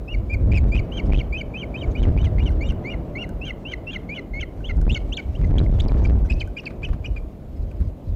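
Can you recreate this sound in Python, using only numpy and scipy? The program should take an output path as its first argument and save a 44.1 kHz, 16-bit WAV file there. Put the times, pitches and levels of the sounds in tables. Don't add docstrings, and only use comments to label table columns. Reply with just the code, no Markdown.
import sys
import numpy as np
from scipy import signal
from scipy.fft import rfft, irfft
from scipy.io import wavfile
from scipy.ndimage import uniform_filter1d, map_coordinates

SR = 44100
rng = np.random.default_rng(int(sys.argv[2]) if len(sys.argv) > 2 else 0)


def bounce(signal):
    frames = np.transpose(np.atleast_2d(signal))
    limited = np.clip(frames, -1, 1)
    pcm = np.round(limited * 32767).astype(np.int16)
    wavfile.write(sys.argv[1], SR, pcm)


def gain_from_db(level_db):
    decades = np.asarray(level_db, float) / 20
    return 10 ** decades


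N = 359712


def unit(x):
    return x / np.sqrt(np.mean(x ** 2) + 1e-20)


def along(points, hz):
    f, v = np.transpose(points)
    return np.interp(np.log(hz + 1), np.log(f + 1), v)


def curve(rows):
    return np.interp(np.arange(N) / SR, *np.transpose(rows))


def swell(s, rise, hold, release):
    full = s + rise
    fading = full + hold
    return curve([(s, 0), (full, 1), (fading, 1), (fading + release, 0)])


def wobble(rate):
    return map_coordinates(rng.standard_normal(int(N * rate / SR) + 4), [np.arange(N) * rate / SR])


def smooth(x, size):
    return uniform_filter1d(uniform_filter1d(x, size=size), size=size)


def rush(spectrum, patchy_db):
    hz, _, z = signal.stft(rng.standard_normal(N), SR, nperseg=512)
    field = uniform_filter1d(rng.standard_normal(z.shape), size=5, axis=0)
    field = uniform_filter1d(field, size=10, axis=1)
    x = signal.istft(z * gain_from_db(patchy_db * unit(field)), nperseg=512)[1][:N]
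    return unit(irfft(rfft(x) * gain_from_db(along(spectrum, np.fft.rfftfreq(N, 1 / SR))), N))


def clip(x, top, hard):
    return x / (1 + np.abs(x / top) ** hard) ** (1 / hard)


# f/Hz, level/dB
HISS_COLOUR = [(3530, 1), (6000, -8.5), (6910, -5.5), (8260, -9), (14000, -3.5), (15800, -11)]


def hiss(level_db, patchy_db):
    return gain_from_db(level_db) * rush(HISS_COLOUR, patchy_db)


# t/s, level/dB
WIND_STRENGTH = [(0.0, -40), (0.32, -38.5), (0.52, -36.5), (1.04, -34), (1.41, -38.5), (1.91, -33.5),
                 (2.88, -34.5), (3.7, -39.5), (3.95, -37), (4.36, -41.5), (4.82, -39), (5.31, -39),
                 (5.61, -37.5), (6.0, -31), (6.45, -42), (6.9, -40.5), (7.3, -42.5), (8.16, -45.5)]


def wind_db():
    return curve(WIND_STRENGTH)


# t/s, rise/s, hold/s, release/s, peak level/dB
GUST_TIMES = [(-.1, 0.046, 0.07, 0.092, -28), (0.084, 0.057, 0.05, 0.42, -19.5),
              (0.257, 0.089, 0.45, 0.14, -16.5), (0.798, 0.057, .2, 0.12, -23.5),
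              (1.009, 0.027, 0.18, 0.04, -17), (1.148, 0.064, 0.058, 0.22, -25),
              (1.797, 0.071, .15, 0.091, -16), (1.747, 0.25, 0.61, 0.16, -17.5),
              (2.65, 0.034, 0.014, 0.071, -18), (4.28, 0.043, .02, 0.22, -24),
              (4.47, 0.34, 0.15, 0.098, -16.5), (4.9, 0.14, 0.058, 0.14, -25),
              (5.202, 0.18, 0.893, 0.31, -17), (6.304, 0.056, 0.088, 0.055, -19),
              (6.754, 0.14, 0.055, .04, -16), (6.94, 0.069, 0.029, 0.38, -18),
              (7.398, 0.17, 0.091, 0.45, -21.5), (7.779, 0.028, 0.065, 0.11, -16.5),
              (8.032, 0.04, 0.053, 0.08, -18.5)]
# t/s, length/ms
LULL_TIMES = [(.39, 30), (.735, 24), (.785, 14), (1.12, 8), (1.148, 10), (1.205, 30), (1.97, 24),
              (2.035, 12), (2.18, 8), (2.4, 12), (2.47, 24), (4.9, 12), (4.955, 20), (4.833, 10),
              (5.588, 14), (5.804, 9), (5.89, 18), (6.053, 11), (6.2, 14), (6.3, 18)]
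# t/s, length/ms
SURGE_TIMES = [(.485, 40), (.65, 90), (.76, 20), (1.07, 30), (2.08, 90), (2.25, 40), (2.44, 24),
               (4.878, 20), (4.918, 12), (5.43, 60), (5.54, 70), (5.62, 40), (5.73, 80), (5.85, 40),
               (5.93, 40), (5.98, 100), (6.11, 80)]


def gust_strength():
    calm_db, t = wind_db() + 3.5, np.arange(N) / SR
    gust_db = np.max([calm_db + (db - calm_db) * swell(*shape) for *shape, db in GUST_TIMES], axis=0)
    gust_db = gust_db + 0.95 * np.maximum(gust_db + 19, 0)
    for changes, change_db in ((LULL_TIMES, -14), (SURGE_TIMES, 9)):
        for s, ms in changes:
            gust_db = gust_db + change_db * np.exp(-((t - s) / (ms / 1600)) ** 4)
    return gust_db


# f/Hz, level per Hz/dB
FIELD_COLOUR = [(53, -32), (90, 6), (302, 1), (423, -4), (475, -5), (622, -5), (885, -18), (1010, -18.5),
                (1590, -29.5), (2350, -34), (5000, -57.5), (6500, -63.5), (11000, -120)]


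def roar(gust_db):
    level_db = wind_db() + 3.5 + 0.1 * np.maximum(gust_db + 20, 0)
    level_db = level_db + 0.52 * wobble(6.1) + 0.12 * wobble(25)
    return gain_from_db(level_db) * rush(FIELD_COLOUR, patchy_db=1)


# f/Hz, level/dB
FEATHER_COLOUR = [(800, -37.5), (2000, -0.5), (3500, -4.5), (6000, -10), (9000, -17.5), (13000, -39.5)]


def spray(gust_db):
    level_db = -71.5 + 0.65 * np.clip(gust_db + 21, -15, 14) + 4 * wobble(60)
    return gain_from_db(level_db) * rush(FEATHER_COLOUR, patchy_db=4.5)


# t/s, rise/s, hold/s, release/s, level/dB
WING_BEATS = (4.53, 0.44, 1.54, 0.34, 5.5)


def rustle():
    *shape, wings_db = WING_BEATS
    level_db = -71.5 + 0.37 * (wind_db() + 40) + wings_db * swell(*shape)
    flicker_db = 1.8 * wobble(30) + 1.4 * wobble(120)
    return gain_from_db(level_db + flicker_db) * rush(FEATHER_COLOUR, patchy_db=2)


# f/Hz, level per Hz/dB
BUFFET_COLOUR = [(10, -28), (25, -5.5), (42, 1.5), (60, 0), (90, -8), (150, -27), (300, -35.5),
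                 (600, -46.5), (1200, -87.5), (4000, -120)]
# f/Hz, level per Hz/dB
SLAP_COLOUR = [(40, -40), (90, 0), (140, -5), (260, -20), (1500, -120)]


def buffeting(gust_db):
    buffet = gain_from_db(gust_db) * unit(gain_from_db(3.5 * wobble(14)) * rush(BUFFET_COLOUR, patchy_db=0.5))
    slaps = gain_from_db(1.3 * gust_db - 12) * unit(gain_from_db(3 * wobble(9)) * rush(SLAP_COLOUR, patchy_db=1))
    return buffet + slaps


# t/s, held/ms (negative for the inward side)
PIN_TIMES = [(.5105, -3.6), (.5285, 6), (.537, -6), (.7505, 3), (.758, -4), (.7685, 4.5), (1.0881, 6.8),
             (1.0965, -7), (1.1052, 9), (1.118, 4), (1.1275, -6.5), (1.1365, 7), (1.154, -7.5),
             (1.1652, 9.5), (1.1775, -6.5), (2.0134, -5.1), (2.0212, 7.1), (2.046, 5.3), (2.0628, -6.3),
             (2.0709, 4.6), (2.0772, -3.8), (2.083, 3), (2.0873, -4), (2.0936, 7.9), (2.1594, 6.1),
             (2.1675, -7.3), (2.1804, 4), (2.2246, -4.5), (2.2367, 3.2), (2.377, -5.3), (2.3893, 5.4),
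             (2.4415, -4), (2.4487, 6.6), (4.8575, 9.2), (4.8728, -6.1), (4.8805, 5), (4.9125, 4),
             (4.9199, -3.9), (5.5029, -4), (5.5131, -3.6), (5.5185, 10.5), (5.532, -9.4), (5.5428, 12.2),
             (5.5567, -4.1), (5.5683, -6), (5.5765, 4), (5.5865, -3.8), (5.5963, 6.4), (5.6044, -7.6),
             (5.8106, 6.4), (5.854, 7.1), (5.8627, -5.3), (5.915, -4.5), (5.9214, 6.9), (6.0363, -3.4),
             (6.0625, -5), (6.0941, 4.9), (6.1008, -6.9), (6.1095, 6.2), (6.3122, 4.5)]
# t/s, side
GRAZE_TIMES = [(.518, 1), (.524, -1), (.546, 1), (.5555, 1), (.5625, -1), (.5675, 1), (.574, -1), (.583, 1),
               (.592, -1), (.781, -1), (.797, 1), (1.188, 1), (1.2, -1), (2.033, -1), (2.19, -1),
               (2.2455, -1), (2.251, 1), (2.2565, -1), (2.2625, 1), (2.2695, -1), (2.4, -1), (2.459, -1),
               (4.897, -1), (4.932, 1), (5.8, 1), (5.805, -1), (6.0445, 1), (6.0575, 1), (6.322, -1)]


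def throws(buffet):
    push, graze = np.zeros(N), np.zeros(N)
    for s, ms in PIN_TIMES:
        start, end = s - .0004, s + abs(ms) / 1000 + .0004
        push[round(start * SR):round(end * SR)] = np.sign(ms)
    s, side = np.transpose(GRAZE_TIMES)
    graze[np.round(s * SR).astype(int)] = side
    graze = np.convolve(graze, np.hanning(round(.009 * SR)), "same")
    shelter = smooth(np.abs(push) + np.abs(graze), round(.009 * SR / 2))
    calm = 1 - np.clip(2.2 * shelter, 0, .9)
    swing = smooth(push, round(.0044 * SR / 2))
    return buffet * calm + .62 * swing + .3 * graze


def wind():
    gust_db = gust_strength()
    return throws(buffeting(gust_db)) + roar(gust_db) + spray(gust_db)


# t/s, peak level/dB
SNAP_TIMES = [(0.464, -53), (0.496, -50), (0.6322, -41), (0.6418, -37), (0.6722, -45), (1.097, -35),
              (1.1033, -37.5), (1.134, -28.5), (1.161, -43), (1.175, -49), (1.183, -45), (2.046, -35.5),
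              (2.0614, -39), (2.0665, -42), (2.077, -26), (2.0823, -36), (2.091, -38), (2.2458, -37),
              (4.854, -44.5), (4.8807, -42), (4.9195, -47), (5.415, -36), (5.4412, -47), (5.511, -38),
              (5.541, -46), (5.567, -38), (5.602, -32), (5.622, -47), (5.7248, -46), (5.79, -34),
              (5.8611, -48), (5.92, -31), (5.9444, -40), (5.997, -37), (6.098, -32.5), (6.107, -37)]


def snaps():
    u, out = np.arange(-40, 41) / (0.000097 * SR), np.zeros(N)
    s, db = np.transpose(SNAP_TIMES)
    out[np.round(s * SR).astype(int)] = gain_from_db(db + 2.5) * rng.choice([-1, 1], len(s))
    return np.convolve(out, u * np.exp(1 - np.abs(u)), "same")


# f/Hz, time to fade by 60 dB/s
SCATTER_FADE = [(1000, 0.74), (3000, 0.33), (8000, 0.13)]
# f/Hz, sharpness, level/dB
HOLLOW_TONES = [(2300, 7, -7.5), (3050, 6, -1), (4900, 6, -7)]
# delay/s, level/dB
ECHO_TIMES = [(.021, -37.5), (.054, -27), (.062, -33), (.07, -35.5), (.087, -43), (.105, -38)]


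def surroundings(x):
    hz, t, z = signal.stft(rng.standard_normal(SR // 2), SR, nperseg=256)
    fade = gain_from_db(-60 * t / along(SCATTER_FADE, hz)[:, None])
    tail = signal.istft(z * fade, SR, nperseg=256)[1]
    answer = gain_from_db(-24.5) * signal.fftconvolve(x, tail / np.linalg.norm(tail))[:N]
    hollow = sum(gain_from_db(db) * signal.lfilter(*signal.iirpeak(hz, sharp, SR), x) for hz, sharp, db in HOLLOW_TONES)
    for delay, db in ECHO_TIMES:
        answer += gain_from_db(db) * np.pad(hollow, (round(delay * SR), 0))[:N]
    return answer


# t/s, peak level/dB
BUMP_TIMES = [
    (6.635, -36),
    (6.705, -34),
    (6.821, -38.5),
    (6.887, -35),
    (6.931, -32.5),
    (7.038, -42),
    (7.085, -60),
    (7.161, -38),
]


def bumps():
    out, t = np.zeros(N + SR), np.arange(SR // 20) / SR
    for s, db in BUMP_TIMES:
        out[round(s * SR):][:len(t)] += gain_from_db(db - 60 * t / 0.062) * rng.standard_normal(len(t))
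    return signal.sosfilt(signal.butter(2, [300, 1630], "band", fs=SR, output="sos"), 2 * out[:N])


# t/s, peak level/dB, knock level/dB
TWIG_SNAPS = [(0.34, -37, -10), (2.5028, -38, -1), (2.722, -41.5, 1), (3.2912, -33, -7), (3.479, -38.5, -7),
              (4.605, -48, 5.5), (4.7695, -35.5, -5), (4.8142, -33, -6), (5.88, -44, -11), (6.248, -48, 7),
              (6.4743, -38, -1.5), (6.702, -49.5, -12), (6.887, -46, -16), (6.931, -54, -16),
              (7.164, -50, 1), (7.7132, -46, -6), (7.804, -36, -3)]


def twigs():
    out, t = np.zeros(N + SR), np.arange(SR // 20) / SR
    for s, db, knock_db in TWIG_SNAPS:
        crack = np.diff(rng.standard_normal(len(t) + 1)) * gain_from_db(-60 * t / .02 - 8)
        knock = gain_from_db(knock_db - 60 * t / 0.059) * np.sin(2 * np.pi * 1520 * t)
        knock = knock * (1 - np.exp(-t / 0.0012))
        out[round(s * SR):][:len(t)] += gain_from_db(db) * (crack + knock)
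    return signal.sosfilt(signal.butter(2, 7800, fs=SR, output="sos"), out[:N])


RISE_RASP_DB = -34
BREAK_HZ = 2750

# t/s, length/ms, start f/Hz, end f/Hz, level/dB
RISING_WHISTLES = [(.077, 48, 2453, 2930, -43), (0.296, 45, 2280, 2460, -38.5),
                   (.514, 54.5, 2300, 2608, -34.5), (0.718, 53, 2270, 2580, -35),
                   (.917, 13.3, 2584, 3110, -40.5), (1.116, 34.7, 2200, 2600, -36.5),
                   (1.324, 51, 2223, 2620, -35), (1.538, 37, 2260, 2664, -38),
                   (1.74, 27.4, 2215, 2610, -38), (1.949, 22, 2120, 2530, -39.5),
                   (2.171, 20, 2186, 2525, -40.5), (2.38, 27, 1950, 2436, -39.5),
                   (2.607, 34, 2060, 2414, -39), (2.846, 58, 1997, 2434, -39),
                   (3.151, 33, 1970, 2325, -37.5), (3.412, 38, 2490, 2840, -39.5),
                   (3.65, 29, 2550, 2900, -39), (3.868, 40, 2615, 2810, -37), (4.089, 55, 2110, 2494, -38),
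                   (4.334, 65, 2084, 2243, -38.5), (4.641, 35, 2620, 3570, -42),
                   (4.892, 33, 2320, 3370, -33), (5.121, 30, 2480, 3980, -35)]
# t/s, length/ms, start f/Hz, level/dB, tail level/dB
FALLING_WHISTLES = [(0.12, 21, 2930, -40.5, -39.5), (0.329, 24.5, 2495, -36, -74),
                    (0.567, 22.7, 2535, -32.5, -71), (.771, 19, 3040, -39, -36.5),
                    (0.967, 29.3, 3290, -38.5, -37), (1.175, 33, 3470, -39.5, -38),
                    (1.39, 20, 3206, -41.5, -34), (1.596, 32.4, 3290, -42, -38.5),
                    (1.808, 22, 3280, -40, -43.5), (2.024, 20.6, 3430, -43, -46),
                    (2.239, 26.3, 3420, -42.5, -48), (2.453, 33, 3170, -41, -46),
                    (2.685, 29.4, 3180, -41.5, -56), (2.916, 18, 2910, -42, -41.5),
                    (3.215, 24, 2916, -37, -39.5), (3.46, 45, 3220, -40, -33),
                    (3.71, 26.3, 3220, -40.5, -27.5), (3.927, 32, 3390, -39.5, -32),
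                    (4.158, 22.5, 3140, -38, -37), (4.405, 22.7, 3310, -37.5, -34),
                    (4.674, 19, 3660, -45, -36.5), (4.943, 13, 3660, -29, -36.5),
                    (5.167, 11.7, 4140, -28.5, -36.5)]
# t/s, tail f/Hz, tail length/ms, fall rasp level/dB, tail rasp level/dB
HOARSENESS = [(.1, 2355, 18.4, -38, -34), (.77, 2406, 16.5, -21, -27), (.97, 2350, 15.2, -17, -35),
              (1.4, 2430, 15.5, -25, -22), (1.81, 2390, 25, -28, -27), (2.03, 2160, 20, 0, -9),
              (2.45, 2230, 16, -17, -25), (2.92, 2230, 18.5, -16, -15), (3.22, 2210, 16, -17.5, -29),
              (3.71, 2200, 10.7, -12, -31), (4.16, 2202, 23, -16, -20), (4.41, 2220, 17.6, -16, -18.5),
              (4.67, 2200, 28.4, -29, -15), (5.17, 2366, 31.7, -34, -14.5)]
# t/s, f/Hz
CREST_TOPS = [(.9, 3150), (1.55, 3140), (1.72, 3784), (2.63, 3710), (2.82, 2925), (3.17, 2890), (3.4, 3350),
              (3.65, 3240), (3.87, 3700), (4.1, 3367), (4.89, 3770), (5.12, 4370)]
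# t/s, length/ms, start f/Hz, end f/Hz, level/dB
CALL_SCRAPS = [(4.396, 6, 2340, 3580, -46), (2.838, 8, 1920, 2060, -50), (6.286, 9, 1800, 2300, -52),
               (5.348, 22, 2480, 3330, -50), (5.424, 33, 2230, 1900, -46), (5.583, 3.8, 2940, 3770, -20.5),
               (5.592, 1.8, 3450, 4040, -21.5), (5.662, 6.3, 2220, 1930, -36.5),
               (5.797, 17.3, 2800, 4180, -30.5), (5.816, 10, 3630, 6240, -49), (5.881, 9, 6170, 4120, -40),
               (5.892, 10, 2420, 2230, -45), (6.047, 16.5, 2330, 2320, -33.5), (6.323, 25, 2930, 6340, -53),
               (6.396, 17, 6130, 3470, -43.5), (6.655, 8, 5700, 4110, -35.5),
               (7.712, 8.6, 3080, 2230, -53.5), (6.596, 16, 4060, 6300, -54), (6.866, 14, 4420, 6420, -62),
               (7.068, 15, 4940, 6260, -59), (6.04, 9, 6700, 5780, -46), (6.068, 12, 3880, 5600, -49)]
# t/s, length/ms, start f/Hz, end f/Hz, level/dB
LANDING_YELPS = [(6.297, 20.3, 2380, 2586, -33), (6.314, 15.7, 2540, 2660, -32),
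                 (6.349, 63, 2480, 2650, -59), (6.404, 16, 3140, 3000, -37.5),
                 (6.41, 15.4, 2620, 2100, -32), (6.425, 8.4, 2480, 2040, -35), (6.565, 21, 2334, 2484, -35),
                 (6.58, 26, 3060, 2480, -39), (6.657, 6.9, 4180, 1860, -42), (6.662, 23, 2640, 2110, -33),
                 (6.829, 23.6, 2280, 2600, -34), (6.846, 16, 3050, 2900, -37.5),
                 (6.857, 12.6, 2900, 2460, -42), (7.043, 20, 2310, 2555, -37), (7.055, 14, 2720, 2980, -38),
                 (7.061, 15.4, 2880, 2340, -45), (7.162, 24, 2480, 2300, -41.5),
                 (7.175, 17, 2300, 2180, -53)]


def crest(s, gap_ms, rise_hz, rise_db, rasp_db):
    if gap_ms <= 6:
        return []
    top_hz = np.interp(s[0], *np.transpose(CREST_TOPS))
    broken = rise_hz < BREAK_HZ
    from_hz = rise_hz * (1.13 if broken else 1)
    steps = [(from_hz, top_hz)]
    if broken and top_hz > 1.2 * from_hz:
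        steps = [(from_hz, 1.076 * from_hz), (.97 * top_hz, top_hz)]
    step_ms, rows = gap_ms / len(steps), []
    for k, (a, b) in enumerate(steps):
        db = rise_db - 2.5 - 5 * (len(steps) - 1) - 11 * ((a + b) / 2 - BREAK_HZ) / 1000
        ms = step_ms + 13 - 5 * (b > 3500)
        rows.append((s[1] + (k * step_ms - 4) / 1000, ms, a, b, db, rasp_db))
    return rows


def notes():
    rows = [(*row, -18.5 - 2.5 * abs(row[3] - row[2]) / 1000) for row in CALL_SCRAPS]
    rows += [(*row, -23.5) for row in LANDING_YELPS]
    times, *hoarse = np.transpose(HOARSENESS)
    for rise, fall in zip(RISING_WHISTLES, FALLING_WHISTLES):
        s, ms, low_hz, high_hz, db = rise
        fall_s, fall_ms, peak_hz, fall_db, tail_db = fall
        tail_hz, tail_ms, fall_rasp_db, tail_rasp_db = [np.interp(fall_s, times, c) for c in hoarse]
        fall_end_hz = 2677 if peak_hz > BREAK_HZ else 0.843 * peak_hz
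        tail_end_hz = (0.86 + 0.0028 * (tail_ms - 16)) * tail_hz
        tail_s = fall_s + (fall_ms - 2) / 1000
        rows.append((s, ms, low_hz, high_hz, db, RISE_RASP_DB))
        rows.append((fall_s, fall_ms + 2, peak_hz, fall_end_hz, fall_db, fall_rasp_db))
        rows.append((tail_s, tail_ms, tail_hz, tail_end_hz, tail_db, tail_rasp_db))
        crest_s = s + ms / 1000
        rows += crest((s, crest_s), 1000 * (fall_s - crest_s), high_hz, db, (fall_rasp_db - 26) / 2)
    return rows


def glide(u, ms, start_hz, end_hz):
    if end_hz > start_hz:
        ease = .6 if end_hz - start_hz < 700 else .2
        bend = (1 + ease) * u - ease * u ** 2
    elif (start_hz - end_hz) / ms < 50:
        bend = .4 * u + 0.84 * u ** 2
    else:
        bend = 1.6 * u - 0.43 * u ** 2
    arch = .075 * (ms > 65) * np.sin(np.pi * u ** .7)
    return (start_hz + (end_hz - start_hz) * bend) * (1 + arch)


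# f/Hz, level/dB
THROAT_COLOUR = [(800, -1.5), (1500, 2), (2000, 4.5), (2350, 4.5), (2700, 7), (3100, 4), (3700, -2.5),
                 (4400, -2), (5300, -8.5), (6300, -3), (7300, -6.5), (8800, -30), (13000, -38)]
# multiple, level/dB
WHISTLE_OVERTONES = [(1, 2.5), (2, -12), (3, -18), (4, -29), (5, -27.5)]
# t/s, overtone level/dB
BEAK_OPENING = [(0, -1.5), (.6, 0), (.95, -2), (1.3, -0.5), (1.6, -5), (2, 1.5), (2.4, 4), (2.7, 5.5),
                (2.95, -2.5), (3.5, -3), (4.1, -3), (4.4, -1.5), (4.9, 2), (5.2, 3), (5.8, -6), (6.3, 3.5),
                (6.7, -2.5), (7.2, 0.5)]


def whistle(s, ms, start_hz, end_hz, db, rasp_db):
    t = np.arange(int((ms + 4) * SR / 1000)) / SR
    u, rising, landing = t / t[-1], rasp_db == RISE_RASP_DB, s > 5.4
    rasp_db = min(rasp_db, -12)
    shake, drift, tremor, flicker = [np.interp(t, np.arange(100) / rate, rng.standard_normal(100))
                                     for rate in (950, 503, 255, 164)]
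    unsteady = .06 * gain_from_db(rasp_db) + .002 + .02 * landing
    pitch = glide(u, ms, start_hz, end_hz) * (1 + unsteady * shake)
    phase = 2 * np.pi * np.cumsum(pitch) / SR
    split = max(round(pitch.mean() / 753), 2)
    if 3.17 < s < 3.24:
        split = 2
    base_db = np.percentile(along(THROAT_COLOUR, pitch), 70)
    beak_db = np.interp(s, *np.transpose(BEAK_OPENING)) + rng.normal(0, 1.5) - 5.5 * rising
    voice = np.zeros(len(t))
    for k, level_db in WHISTLE_OVERTONES:
        if k > 1:
            level_db = level_db + beak_db - 8.5 * rising * (u - .5) + 5 * np.roll(flicker, 310 * k)
        for side in (-2, -1, 0, 1, 2):
            ratio = k + side / split
            line_db = level_db + along(THROAT_COLOUR, ratio * pitch) - base_db
            if side != 0:
                line_db = line_db + rasp_db + (k > 1) - 6 * (abs(side) - 1) - 3.6 * side
            voice += gain_from_db(line_db) * np.sin(ratio * phase + side * (k + 0.4 * drift))
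    air = uniform_filter1d(uniform_filter1d(rng.standard_normal(len(t)), size=40), size=30)
    carrier = np.sin(phase) + gain_from_db(beak_db - 11) * np.sin(2 * phase) + gain_from_db(beak_db - 20) * np.sin(3 * phase)
    voice += gain_from_db(max(rasp_db, -24) + 17 + 6 * landing) * air * carrier
    fade_out = (t[-1] - t) / (.005 if rising else .009)
    edges = np.clip(np.minimum(t / 0.0072, fade_out), 0, 1) ** 1.57
    return gain_from_db(db + 5 + (1.1 if rising else 1.4) * tremor) * edges * voice


def bird():
    out = np.zeros(N + SR)
    for note in notes():
        voice = whistle(*note)
        out[round((note[0] - .002) * SR):][:len(voice)] += voice
    return out[:N]


def scene():
    air = wind() + rustle()
    near = twigs() + bird() + bumps()
    return (near + surroundings(near) + air)[None]


def band_limit(x):
    return signal.sosfilt(signal.butter(12, 15940, fs=SR, output="sos"), x)


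def record(dry):
    x = dry + hiss(-68.7, patchy_db=1.5)
    x = clip(x, top=.285, hard=30) + snaps()
    x = signal.sosfilt(signal.butter(1, 31, "high", fs=SR, output="sos"), x)
    x = clip(x, top=.258, hard=24)
    x = x + hiss(-76.5, patchy_db=1)
    x = irfft(rfft(x) * (np.fft.rfftfreq(N, 1 / SR) < 15850), N)
    mix = x * np.minimum((N - np.arange(N)) / (.004 * SR), 1)
    return band_limit(mix)


dry = scene()
out = record(dry)
bounce(out)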